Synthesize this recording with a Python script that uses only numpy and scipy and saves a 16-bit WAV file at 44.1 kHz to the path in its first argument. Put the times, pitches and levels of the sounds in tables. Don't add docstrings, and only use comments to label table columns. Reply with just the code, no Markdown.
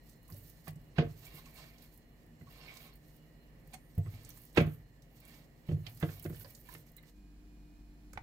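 import sys
import numpy as np
from scipy import signal
from scipy.fft import rfft, irfft
from scipy.io import wavfile
from scipy.ndimage import uniform_filter1d

SR = 44100
rng = np.random.default_rng(int(sys.argv[2]) if len(sys.argv) > 2 else 0)


def generate_wav(signal):
    frames = np.transpose(np.atleast_2d(signal))
    scaled = np.clip(frames, -1, 1) * 32767
    pcm = np.round(scaled).astype(np.int16)
    wavfile.write(sys.argv[1], SR, pcm)


def level_to_linear(level):
    exponent = np.asarray(level, float) / 20
    return 10 ** exponent


N = 362502

# [f/Hz, level/dB per Hz]
FAR_AIR = [(15, -70), (25, -4), (55, 0), (76, -11), (117, -5), (157, 2.5), (195, -14), (236, -5),
           (270, -13.5), (531, -17.5), (1480, -37.5), (1890, -29.5), (3720, -48), (4370, -50.5),
           (16000, -49)]
NEAR_AIR = [(15, -45), (25, 2), (63, -9), (102, -18), (185, -9.5), (249, -18), (301, -14), (354, -20.5),
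            (545, -34.5), (695, -30.5), (1290, -40.5), (2480, -41), (2690, -47), (7310, -50.5),
            (16000, -53.5)]
FAR_AIR_DB, NEAR_AIR_DB = -60.5, -61
# [f/Hz, level/dB]
FAR_TONES = [(48.4, -65), (155, -72.5), (236, -76), (300, -74.5), (689, -86), (1766, -87), (1916, -85),
             (2896, -89), (4180, -91), (5303, -102), (7364, -94)]
NEAR_TONES = [(49.2, -56.5), (100, -75), (152, -70), (199, -70), (237, -74), (300, -65.5), (491, -86),
              (689, -85), (1620, -93), (1766, -92), (2455, -87), (2902, -96), (4177, -93), (4764, -97),
              (5303, -99), (5749, -95), (7267, -93), (7400, -95), (7560, -95)]
# [f/Hz, likeness -1..1]
AIR_ALIKE = [(60, 0.88), (130, 0.96), (290, 0.84), (640, 0.48), (1410, -0.036), (3100, 0.043),
             (6820, -0.059), (15000, 1)]
SHAFT_HZ = 49.2
MOVE_S = 7.1

# [t/s, length/s, level/dB, squelch re peel/dB]
PEELS = [(0, 0.23, -73, -8), (0.17, 0.54, -65.5, -8), (0.629, 0.093, -61, -4), (0.96, 0.69, -63.5, -5.5),
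         (1.49, 0.25, -65.5, 0), (1.61, 0.42, -67.5, -10), (2.338, 0.56, -68.5, -5),
         (2.65, 0.29, -62.5, -4), (2.944, 0.32, -79, -2), (3.67, 0.13, -72, -12), (3.792, 0.46, -79, -5),
         (3.973, 0.36, -71, -3), (4.167, 0.43, -63.5, -8), (4.48, 0.36, -66.5, -20),
         (5.104, 0.42, -68.5, -5), (5.648, 0.079, -71, -0.5), (5.74, 0.39, -62.5, -10),
         (5.991, 0.27, -53.5, -11), (6.247, 0.31, -58, -11), (6.45, 0.26, -62.5, -12),
         (6.64, 0.21, -61, -7), (6.848, 0.071, -68, -7), (7.01, 0.24, -80, 2.5)]
# [f/Hz, level/dB per Hz]
PEEL_COLOUR = [(4120, -41), (7000, -15.5), (9760, -6.5), (11200, -3.5), (12900, 3.5), (15100, 3.5),
               (16000, -14)]
SQUELCH_COLOUR = [(3500, -7), (4800, -4), (7000, -2), (9000, -5.5), (11000, -32)]
# [t/s, length/s, top f/Hz, start under top f/Hz, level/dB]
WHISTLES = [
    (3.785, .128, 12150, 1250, -78),
    (3.8, .1, 9250, 600, -80),
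    (3.893, .057, 8450, -150, -81),
    (4.022, .085, 8050, 450, -76),
    (3.93, .03, 5750, 50, -80),
    (4.145, .025, 7600, 100, -78),
    (6.968, .025, 4050, 400, -65),
    (-.1, .75, 4180, 20, -89),
]
# [t/s, length/s, level/dB]
RUBS = [(.25, 0.18, -79), (.66, 0.044, -51.5), (.95, 0.091, -45.5), (1.1, 0.51, -60.5), (1.5, 0.23, -57.5),
        (1.6, 0.35, -66), (2.43, 0.37, -59.5), (2.55, 0.45, -57.5), (3.0, 0.27, -99), (3.72, 0.046, -50.5),
        (4.0, 0.36, -64.5), (4.2, 0.29, -69.5), (4.54, 0.078, -46), (5.14, 0.34, -61), (5.64, 0.12, -62),
        (5.82, 0.11, -59), (5.98, 0.34, -61.5), (6.33, 0.12, -68.5), (6.42, .12, -71.5), (6.63, 0.17, -62),
        (6.94, 0.2, -87)]
# [f/Hz, level/dB per Hz]
RUB_COLOUR = [(290, 1), (500, 1.5), (1280, -4), (2240, -12), (2450, -8), (4260, -12), (7000, -36.5),
              (9100, -57.5), (15400, -120)]
# [f/Hz, width/Hz, level/dB]
RUB_RINGS = [(690, 50, 3), (1060, 60, 3), (1830, 90, 6), (2160, 80, 11), (2270, 80, 14), (2750, 100, 7),
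             (3280, 120, 3), (3830, 130, 4), (4300, 120, 6), (4850, 120, 11), (5450, 180, 12)]
PRESS, EASE = .45, .45
REST_PEEL_DB, REST_RUB_DB = -79.5, -80.5

# [t/s, peak level/dB, centre f/Hz]
SMACKS = [(0.0945, -54.5, 8200), (0.2794, -54, 11400), (0.322, -54.5, 5560), (0.3426, -52.5, 11900),
          (0.6807, -44.5, 12200), (0.757, -59.5, 8500), (0.365, -67, 6040), (0.498, -72, 6000),
          (1.252, -53, 6500), (1.458, -56, 7000), (1.782, -59, 6000), (2.77, -49.5, 6500),
          (5.974, -59, 5000), (6.886, -73, 4970), (0.9846, -53.5, 5900), (3.741, -42.5, 8350),
          (4.2482, -48, 8040), (4.3737, -49.5, 11100), (4.574, -42, 6060), (5.0213, -60, 6120),
          (5.251, -54, 10700), (5.8646, -74, 4730), (6.55, -48.5, 7200), (6.739, -45, 11700),
          (8.132, -50, 8000), (1.8227, -59.5, 3870), (6.243, -52, 6660), (4.528, -60, 8600),
          (4.666, -61, 8000), (3.734, -49, 7500)]
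# [t/s, peak level/dB, t60/s]
SNAPS = [(0.2299, -58, 0.04), (0.3004, -48.5, 0.056), (0.3637, -49, 0.17), (0.497, -50, 0.054),
         (1.2507, -50, 0.11), (1.3409, -54, 0.2), (1.5424, -53, 0.34), (1.939, -57, 0.16),
         (1.9754, -52, .037), (2.5247, -57, .051), (2.954, -55, 0.083), (3.674, -56, .03),
         (3.98, -46.5, 0.052), (4.2911, -42, 0.028), (4.3241, -65, .07), (4.417, -52, .05),
         (5.202, -51.5, 0.029), (5.278, -52.5, 0.2), (5.9728, -50, 0.052), (6, -43.5, .051),
         (6.197, -43, 0.011), (6.225, -44, 0.28), (6.295, -49, 0.091), (6.686, -52, 0.23), (6.721, -49, .1),
         (6.966, -44.5, 0.042), (0.4349, -60, .04), (0.815, -64, .03), (1.8213, -54, .04),
         (2.2633, -62, .03), (2.7397, -55, .04), (2.9362, -59, .03), (3.163, -57.5, .04),
         (3.9509, -58, .03), (4.102, -60, .03), (4.2323, -55, .03), (4.4363, -53, .03), (4.452, -50, .03),
         (4.5486, -52, .03), (4.6134, -46, 0.056), (4.6643, -55, .04), (5.668, -63, .03), (5.897, -53, .03),
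         (5.921, -61, .03), (5.9469, -52, .03), (6.36, -50, .04), (6.3965, -46, .04), (6.4787, -56, .03),
         (6.9177, -58, .03), (7.0279, -59, .03), (.707, -53, .02), (.733, -61, .02), (.882, -65, .02),
         (1.266, -54, .03), (4.303, -49, .02), (6.106, -54, .03), (6.43, -51, .03), (6.505, -48, .03)]
SNAP_HZ, SMACK_T60_S = 14700, .045
# [t/s, peak level/dB, pocket f/Hz, t60/s]
POPS = [(0.29, -55, 1060, 0.082), (.345, -49, 566, 0.041), (.676, -41.5, 683, 0.025),
        (0.672, -40.5, 1170, 0.038), (0.67, -64, 2160, 0.036), (2.678, -44, 2255, 0.27),
        (5.713, -40.5, 294, 0.087), (1.454, -52.5, 2600, 0.043), (3.737, -42, 747, 0.053),
        (3.737, -47, 2510, 0.037), (4.073, -53, 1193, 0.03), (4.29, -58, 3300, 0.12),
        (4.304, -48, 6100, 0.027), (2.469, -54, 1110, 0.065), (5.865, -37.5, 4340, 0.036),
        (5.865, -41.5, 2450, 0.037), (5.868, -51, 718, 0.18), (6.257, -46, 1395, 0.023),
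        (6.343, -51.5, 1780, 0.037), (6.345, -66, 4500, 0.037), (6.365, -52, 2800, .04),
        (5.864, -44, 3100, 0.066), (6.198, -56, 5430, 0.04), (6.444, -46, 540, 0.098),
        (6.447, -52.5, 1668, 0.054), (6.687, -47, 1009, 0.063), (6.726, -53, 1066, 0.034),
        (6.749, -40.5, 1880, 0.012), (6.98, -52, 2080, 0.037), (7.032, -53, 1990, 0.03),
        (6.689, -46, 1710, 0.025), (6.405, -57, 1490, 0.043), (6.41, -56, 2970, 0.027),
        (6.445, -50, 4830, 0.056), (6.446, -52.5, 1010, 0.047), (6.195, -54, 3000, .03),
        (6.87, -62, 2000, .04), (1.262, -52, 2300, .1), (1.365, -54, 2180, .07), (1.385, -52, 1086, 0.043),
        (1.464, -54.5, 1090, 0.061), (1.553, -54, 2250, 0.064), (1.575, -56.5, 1037, 0.16),
        (1.631, -62, 1830, 0.21), (2.488, -56, 1080, 0.029), (2.768, -52, 2300, 0.045),
        (5.687, -52, 3060, 0.038), (4.575, -35.5, 4540, 0.032), (4.575, -21.5, 2435, .04),
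        (4.602, -30, 2260, 0.051)]
POP_RISE_CYCLES = 8.3
# [t/s, peak level/dB]
TICKS = [(.301, -54), (.365, -60), (.678, -35.5), (3.741, -43.5), (4.373, -54), (5.866, -44), (5.973, -59),
         (6.261, -41.5), (6.345, -48), (6.353, -52), (6.088, -46), (6.446, -49), (6.457, -52), (6.689, -56),
         (6.727, -51), (6.75, -40), (6.982, -56), (7.034, -59)]
# [t/s, peak level/dB]
SKIDS = [
    (0.96, -54),
    (4.56, -31.5),
    (6.005, -44.5),
]
# [f/Hz, level/dB per Hz]
TICK_COLOUR = [(400, -2), (900, -3), (1900, 6), (3500, -13.5), (6000, -16), (12000, -25)]
TICK_T60_S, TICK_RISE_S = .03, .0008
SKID_T60_S, SKID_RISE_S = .14, .016

# [t/s, body level/dB, counter level/dB, wall level/dB, rim level/dB]
KNOCKS = [(0.304, -50, -64, -57, -73), (0.322, -45, -47.5, -61, -82), (0.679, -36.5, -45, -66, -92),
          (0.759, -43.5, -89, -79, -96), (0.983, -18.5, -31, -23.5, -32), (1.02, -32, -47, -34.5, -52),
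          (1.063, -38, -47, -43.5, -63), (1.337, -53, -60, -57, -75), (2.411, -47, -53, -60, -66.5),
          (3.978, -30, -35, -45.5, -62), (4.06, -59, -57, -58, -62), (4.139, -53, -47.5, -67, -79),
          (4.573, -19, -29, -18, -24), (4.603, -21, -37.5, -27.5, -40), (4.642, -25.5, -60, -42, -61),
          (4.668, -47, -44, -41.5, -60), (5.688, -29, -42, -43.5, -56), (5.713, -22.5, -35.5, -40, -58),
          (5.747, -39, -58, -57, -81), (5.77, -41, -46.5, -49.5, -77), (6.027, -23.5, -40, -29, -39),
          (6.09, -49, -55, -48, -50.5), (6.251, -34.5, -42.5, -39, -54), (6.298, -35, -40.5, -44, -58),
          (6.328, -68, -47, -50, -63), (6.748, -53, -54, -56, -63), (8.156, -54, -48.5, -61, -64)]
# [f/Hz, level/dB, t60/s]
COUNTER = [(53.5, -16, 0.7), (78.4, -19, 0.71), (98.5, 4.5, 0.48), (115.1, -5, 0.94)]
BODY = [(128, -12.5, 0.4), (153.1, 5.5, 0.3), (163.9, -10, 0.29)]
WALL = [(238.8, -1.5, 0.19), (315, -2.5, 0.2), (343.2, 1.5, 0.18), (438, -11, 0.41), (455.7, -1.5, 0.16),
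        (576, -1.5, 0.078), (688, -6, 0.14)]
RIM = [(703, -10, 0.24), (1080, -5, 0.27), (1454, -25, .12), (1628, -1.5, 0.19), (1730, -7, 0.09),
       (2017, -1, 0.094), (2250, -22, 0.23), (2570, -1, 0.08), (2770, -10, 0.1), (3180, -19, 0.2),
       (3600, -5.5, 0.018), (4620, -9, 0.056)]
# [f/Hz, level/dB per Hz]
CLANG_COLOUR = [(410, -40), (800, -4.5), (1300, 2), (2500, -4), (3240, -8.5), (4690, -29.5), (5670, -68),
                (6090, -22.5), (12000, -88), (15600, -87.5), (22000, -120)]
STRIKE_S, STRIKE_DB = .0009, 7

# [t/s, peak level/dB]
TAPS = [
    (8.133, -41.5),
    (8.174, -27),
]
# [f/Hz, level/dB per Hz]
TAP_COLOUR = [(300, -5), (700, 3.5), (1200, 2), (2000, -3), (4000, -23.5), (9000, -41)]
TAP_T60_S, TAP_RISE_S = .028, .00068

# [f/Hz, left minus right/dB]
PORTS = [(60, 0), (110, -1), (200, -0.5), (380, -0.5), (700, -2.5), (1290, -7), (2380, -9), (4400, -14),
         (8120, -2.5), (15000, -8)]
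LEFT_LAG_S = 1 / 6100
# [f/Hz, level/dB]
ECHO_COLOUR = [(120, -20.0), (350, -8.5), (900, -2.0), (5000, 4.0), (14000, -9.5)]
ROOM_T60_S, ROOM_DB = 0.15, -2
TOP_HZ = 15830


def colour(x, points, delay_s=0., scale=0.88):
    f = np.fft.rfftfreq(x.shape[-1], 1 / SR) + 0.0015
    hz, db = np.transpose(points)
    gain = level_to_linear(scale * np.interp(np.log(f), np.log(hz), db))
    lag = np.exp(-2j * np.pi * np.minimum(f * delay_s, 1))
    return irfft(rfft(x) * gain * lag, x.shape[-1])


def unit(x):
    return x / np.sqrt(np.mean(x ** 2))


def walk(rate):
    k = int(SR / rate)
    steps = np.repeat(rng.standard_normal(N // k + 1), k)
    return unit(uniform_filter1d(uniform_filter1d(steps, k), k)[:N])


def add(track, s, sound):
    i = int(s * SR)
    track[i:i + len(sound)] += sound[:N - i]


def fade(t, t60):
    return np.exp(-np.log(1000) * t / t60)


def rise(t, rise_s):
    return 1 - np.exp(-t / rise_s)


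def burst(t, t60, rise_s):
    shape = rise(t, max(rise_s, .0002)) * fade(t, np.clip(t60, .01, .4))
    return shape / shape.max()


def crackle(size, rate, spread_db, hiss):
    strength = level_to_linear(spread_db * np.minimum(rng.exponential(size=size), 3))
    clicks = (rng.random(size) < rate / SR) * strength * rng.choice([-1, 1], size)
    return clicks * np.sqrt(SR / rate) + hiss * rng.standard_normal(size)


def strokes(rows, rest_db):
    t = np.arange(N) / SR
    out = level_to_linear(rest_db) * (t < MOVE_S)
    for s, length_s, db in rows:
        u = (t - s) / length_s
        pressure = np.clip(np.minimum(u / PRESS, (1 - u) / EASE), 0, 1)
        out = out + level_to_linear(db) * np.sin(np.pi / 2 * pressure) ** 2
    return out


def fridge(air, air_db, tones, wobble_db, blur_cycles):
    hz, alike = np.transpose(AIR_ALIKE)
    alike = np.clip(alike, -1, 1)
    mid = colour(rng.standard_normal(N), np.c_[hz, 10 * np.log10(1.001 + alike)])
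    side = colour(rng.standard_normal(N), np.c_[hz, 10 * np.log10(1.001 - alike)])
    noise = unit(colour(np.array([mid + side, mid - side]), air))
    noise = noise * level_to_linear(air_db + 0.8 * walk(6))
    t = np.arange(N) / SR
    hum = 0
    for f, db in tones:
        quick = blur_cycles * (walk(90) + np.array([walk(60), walk(60)]))
        slow = np.array([walk(6), walk(6)])
        tremble = .6 * np.sin(2 * np.pi * SHAFT_HZ * t + f)
        cycles = min(f / 9000, .2) * (quick + slow + tremble)
        swell_db = (wobble_db + 2 * blur_cycles * min(f / 1500, 1)) * walk(20)
        hum = hum + level_to_linear(db + swell_db) * np.sin(2 * np.pi * (f * t + cycles))
    return noise + np.sqrt(2) * hum


def peeling(grip_db):
    pull = strokes([row[:3] for row in PEELS], REST_PEEL_DB)
    wet_rows = [(s, length_s, db + wet_db) for s, length_s, db, wet_db in PEELS]
    squeeze = strokes(wet_rows, REST_PEEL_DB - 1.5)
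    threads = crackle(N, 500, 3.2, 1.6)
    patches = 0
    for hz in (7000, 8800, 10500, 12200, 13800, 15300):
        patches = patches + level_to_linear(3 * walk(35)) * signal.lfilter(*signal.iirpeak(hz, 4, SR), threads)
    peel = unit(colour(patches, PEEL_COLOUR)) * pull * level_to_linear(-5.0 + grip_db)
    bubbles = .5 * threads + crackle(N, 900, 2.5, 2.2)
    squelch = unit(colour(bubbles, SQUELCH_COLOUR)) * squeeze
    squelch = squelch * level_to_linear(-4.5 + 0.6 * grip_db + 2.2 * walk(50))
    aside = unit(colour(crackle(N, 500, 3.8, 2.5), PEEL_COLOUR)) * pull * level_to_linear(-12 + grip_db)
    return peel + squelch, aside


def whistles():
    out, t = np.zeros(N), np.arange(N) / SR
    for s, length_s, top_hz, sag_hz, db in WHISTLES:
        arch = np.clip(1 - (2 * (t - s) / length_s - 1) ** 2, 0, 1)
        hz = (top_hz - sag_hz * (1 - arch)) * (1 + 0.005 * walk(300))
        tone = np.sin(2 * np.pi * np.cumsum(hz) / SR)
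        out += np.sqrt(2) * level_to_linear(db - 2 + 2.5 * walk(60)) * arch ** .4 * tone
    return out


def rubbing(grip_db):
    slips = colour(crackle(N, 700, 1.5, 1.26), RUB_COLOUR)
    rings = 0
    for hz, width_hz, db in RUB_RINGS:
        resonance = signal.lfilter(*signal.iirpeak(hz, hz / width_hz, SR), slips)
        rings = rings + level_to_linear(db + 3.2 * walk(50)) * resonance
    level = level_to_linear(-5.5 + .5 * grip_db + 1.2 * walk(90))
    return unit(slips + rings) * strokes(RUBS, REST_RUB_DB) * level


def snaps_and_smacks():
    out, t = np.zeros(N), np.arange(8192) / SR
    snaps = [(s, db, SNAP_HZ, t60) for s, db, t60 in SNAPS]
    for s, db, hz, t60 in snaps + [(*row, SMACK_T60_S) for row in SMACKS]:
        band = [(hz / 20, -38), (hz / 3, -30), (hz / 1.93, -13), (hz, 0), (hz * 1.4, -8), (hz * 3, -14)]
        threads = unit(colour(crackle(len(t), 2300, 0.88, 3.1), band))
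        envelope = burst(t, t60, 0.0012) * (0.82 + 1.1 * fade(t, 0.012))
        add(out, s - .0005, level_to_linear(db - 7) * envelope * threads)
    return out


def pops():
    out, t = np.zeros(N), np.arange(8192) / SR
    for s, db, hz, t60 in POPS:
        band = [(hz / 3, -35), (hz / 1.25, -14), (hz, 0), (hz * 1.2, -14), (hz * 1.8, -24), (hz * 5, -45)]
        tear = unit(colour(crackle(len(t), 1200, 0.77, 0.85), band))
        tone = np.sin(2 * np.pi * hz * t) * min(1600 / hz, 1)
        envelope = burst(t, t60, POP_RISE_CYCLES / hz)
        add(out, s - .0005, level_to_linear(db - 11.0) * envelope * (1.38 * tone + 0.77 * tear))
    return out


def ticks_and_skids():
    out, t = np.zeros(N), np.arange(8192) / SR
    ticks = [(*row, TICK_T60_S, TICK_RISE_S) for row in TICKS]
    skids = [(*row, SKID_T60_S, SKID_RISE_S) for row in SKIDS]
    for s, db, t60, rise_s in ticks + skids:
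        noise = unit(colour(rng.standard_normal(len(t)), TICK_COLOUR))
        add(out, s - .0005, level_to_linear(db - 10.5) * burst(t, t60, rise_s) * noise)
    return out


def ring(modes, t, stretch, scatter_db):
    hz, db, t60 = np.transpose(modes)[:, :, None]
    chance = rng.standard_normal((4, len(hz), 1))
    decay = fade(t, t60 * stretch) * (.5 + 0.33 * fade(t, 0.23))
    rocking = 1 + 0.65 * np.sin(2 * np.pi * 16 * (1 + 0.28 * chance[2]) * t + chance[3])
    swing = np.sin(2 * np.pi * hz * (1 + 0.0051 * chance[0]) * t)
    return np.sum(level_to_linear(db + scatter_db * chance[1]) * decay * rocking * swing, axis=0)


def pot():
    out, t = np.zeros(N), np.arange(SR // 2) / SR
    strike = -np.sin(np.pi * np.minimum(t / STRIKE_S, 1)) ** 2
    for s, body_db, counter_db, wall_db, rim_db in KNOCKS:
        counter = level_to_linear(counter_db) * ring(COUNTER, t, 1, 4.0)
        body = level_to_linear(body_db - 5.5) * ring(BODY, t, 1, 1.15)
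        wall = level_to_linear(wall_db - 3.5) * ring(WALL, t, 1, 3.14)
        clang = unit(colour(rng.standard_normal(len(t)), CLANG_COLOUR))
        clang = clang * (fade(t, 0.05) + 0.16 * fade(t, 0.31))
        rim = level_to_linear(rim_db - 2.5) * (clang + 0.56 * ring(RIM, t, 0.62, 4.7))
        knock = (counter + body) * rise(t, 0.0033) + wall * rise(t, 0.0018) + rim * rise(t, 0.00041)
        add(out, s, knock + level_to_linear(rim_db + STRIKE_DB) * strike)
    return out


def taps():
    out, t = np.zeros(N), np.arange(8192) / SR
    for s, db in TAPS:
        noise = unit(colour(rng.standard_normal(len(t)), TAP_COLOUR))
        add(out, s, level_to_linear(db - 12.0) * burst(t, TAP_T60_S, TAP_RISE_S) * noise)
    return out


def kitchen(close):
    t = np.arange(SR // 2) / SR
    echo = rng.standard_normal((2, len(t))) * fade(t, ROOM_T60_S) * (t > .002)
    echo = colour(echo / np.sqrt(np.sum(echo ** 2) / 2), ECHO_COLOUR)
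    return level_to_linear(ROOM_DB) * signal.fftconvolve(close[None], echo, axes=1)[:, :N]


def scene():
    far_floor = fridge(FAR_AIR, FAR_AIR_DB, FAR_TONES, 1.2, .75)
    near_floor = fridge(NEAR_AIR, NEAR_AIR_DB, NEAR_TONES, .8, .15)
    near = np.clip((np.arange(N) / SR - MOVE_S) / 0.07, 0, 1)
    floor = (1 - near) * far_floor + near * near_floor
    grip_db = 2.2 * walk(45)
    peel, aside = peeling(grip_db)
    close = peel + whistles() + rubbing(grip_db)
    close = close + snaps_and_smacks() + pops() + ticks_and_skids() + pot() + taps()
    wet = kitchen(close)
    left = colour(close, PORTS, LEFT_LAG_S, 1.0) + colour(wet[0], PORTS, scale=0.16) + aside
    right = colour(close, PORTS, scale=-0.69) + colour(wet[1], PORTS, scale=0.87)
    left = left + colour(floor[0], PORTS, scale=0.037)
    right = right + colour(floor[1], PORTS, scale=-0.53)
    return np.array([left, right])


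def band_limit(x):
    return signal.sosfilt(signal.butter(12, 16490, fs=SR, output="sos"), x)


def record(dry):
    mix = colour(dry, [(TOP_HZ - 40, 0), (TOP_HZ + 40, -70)])
    return band_limit(mix)


dry = scene()
out = record(dry)
generate_wav(out)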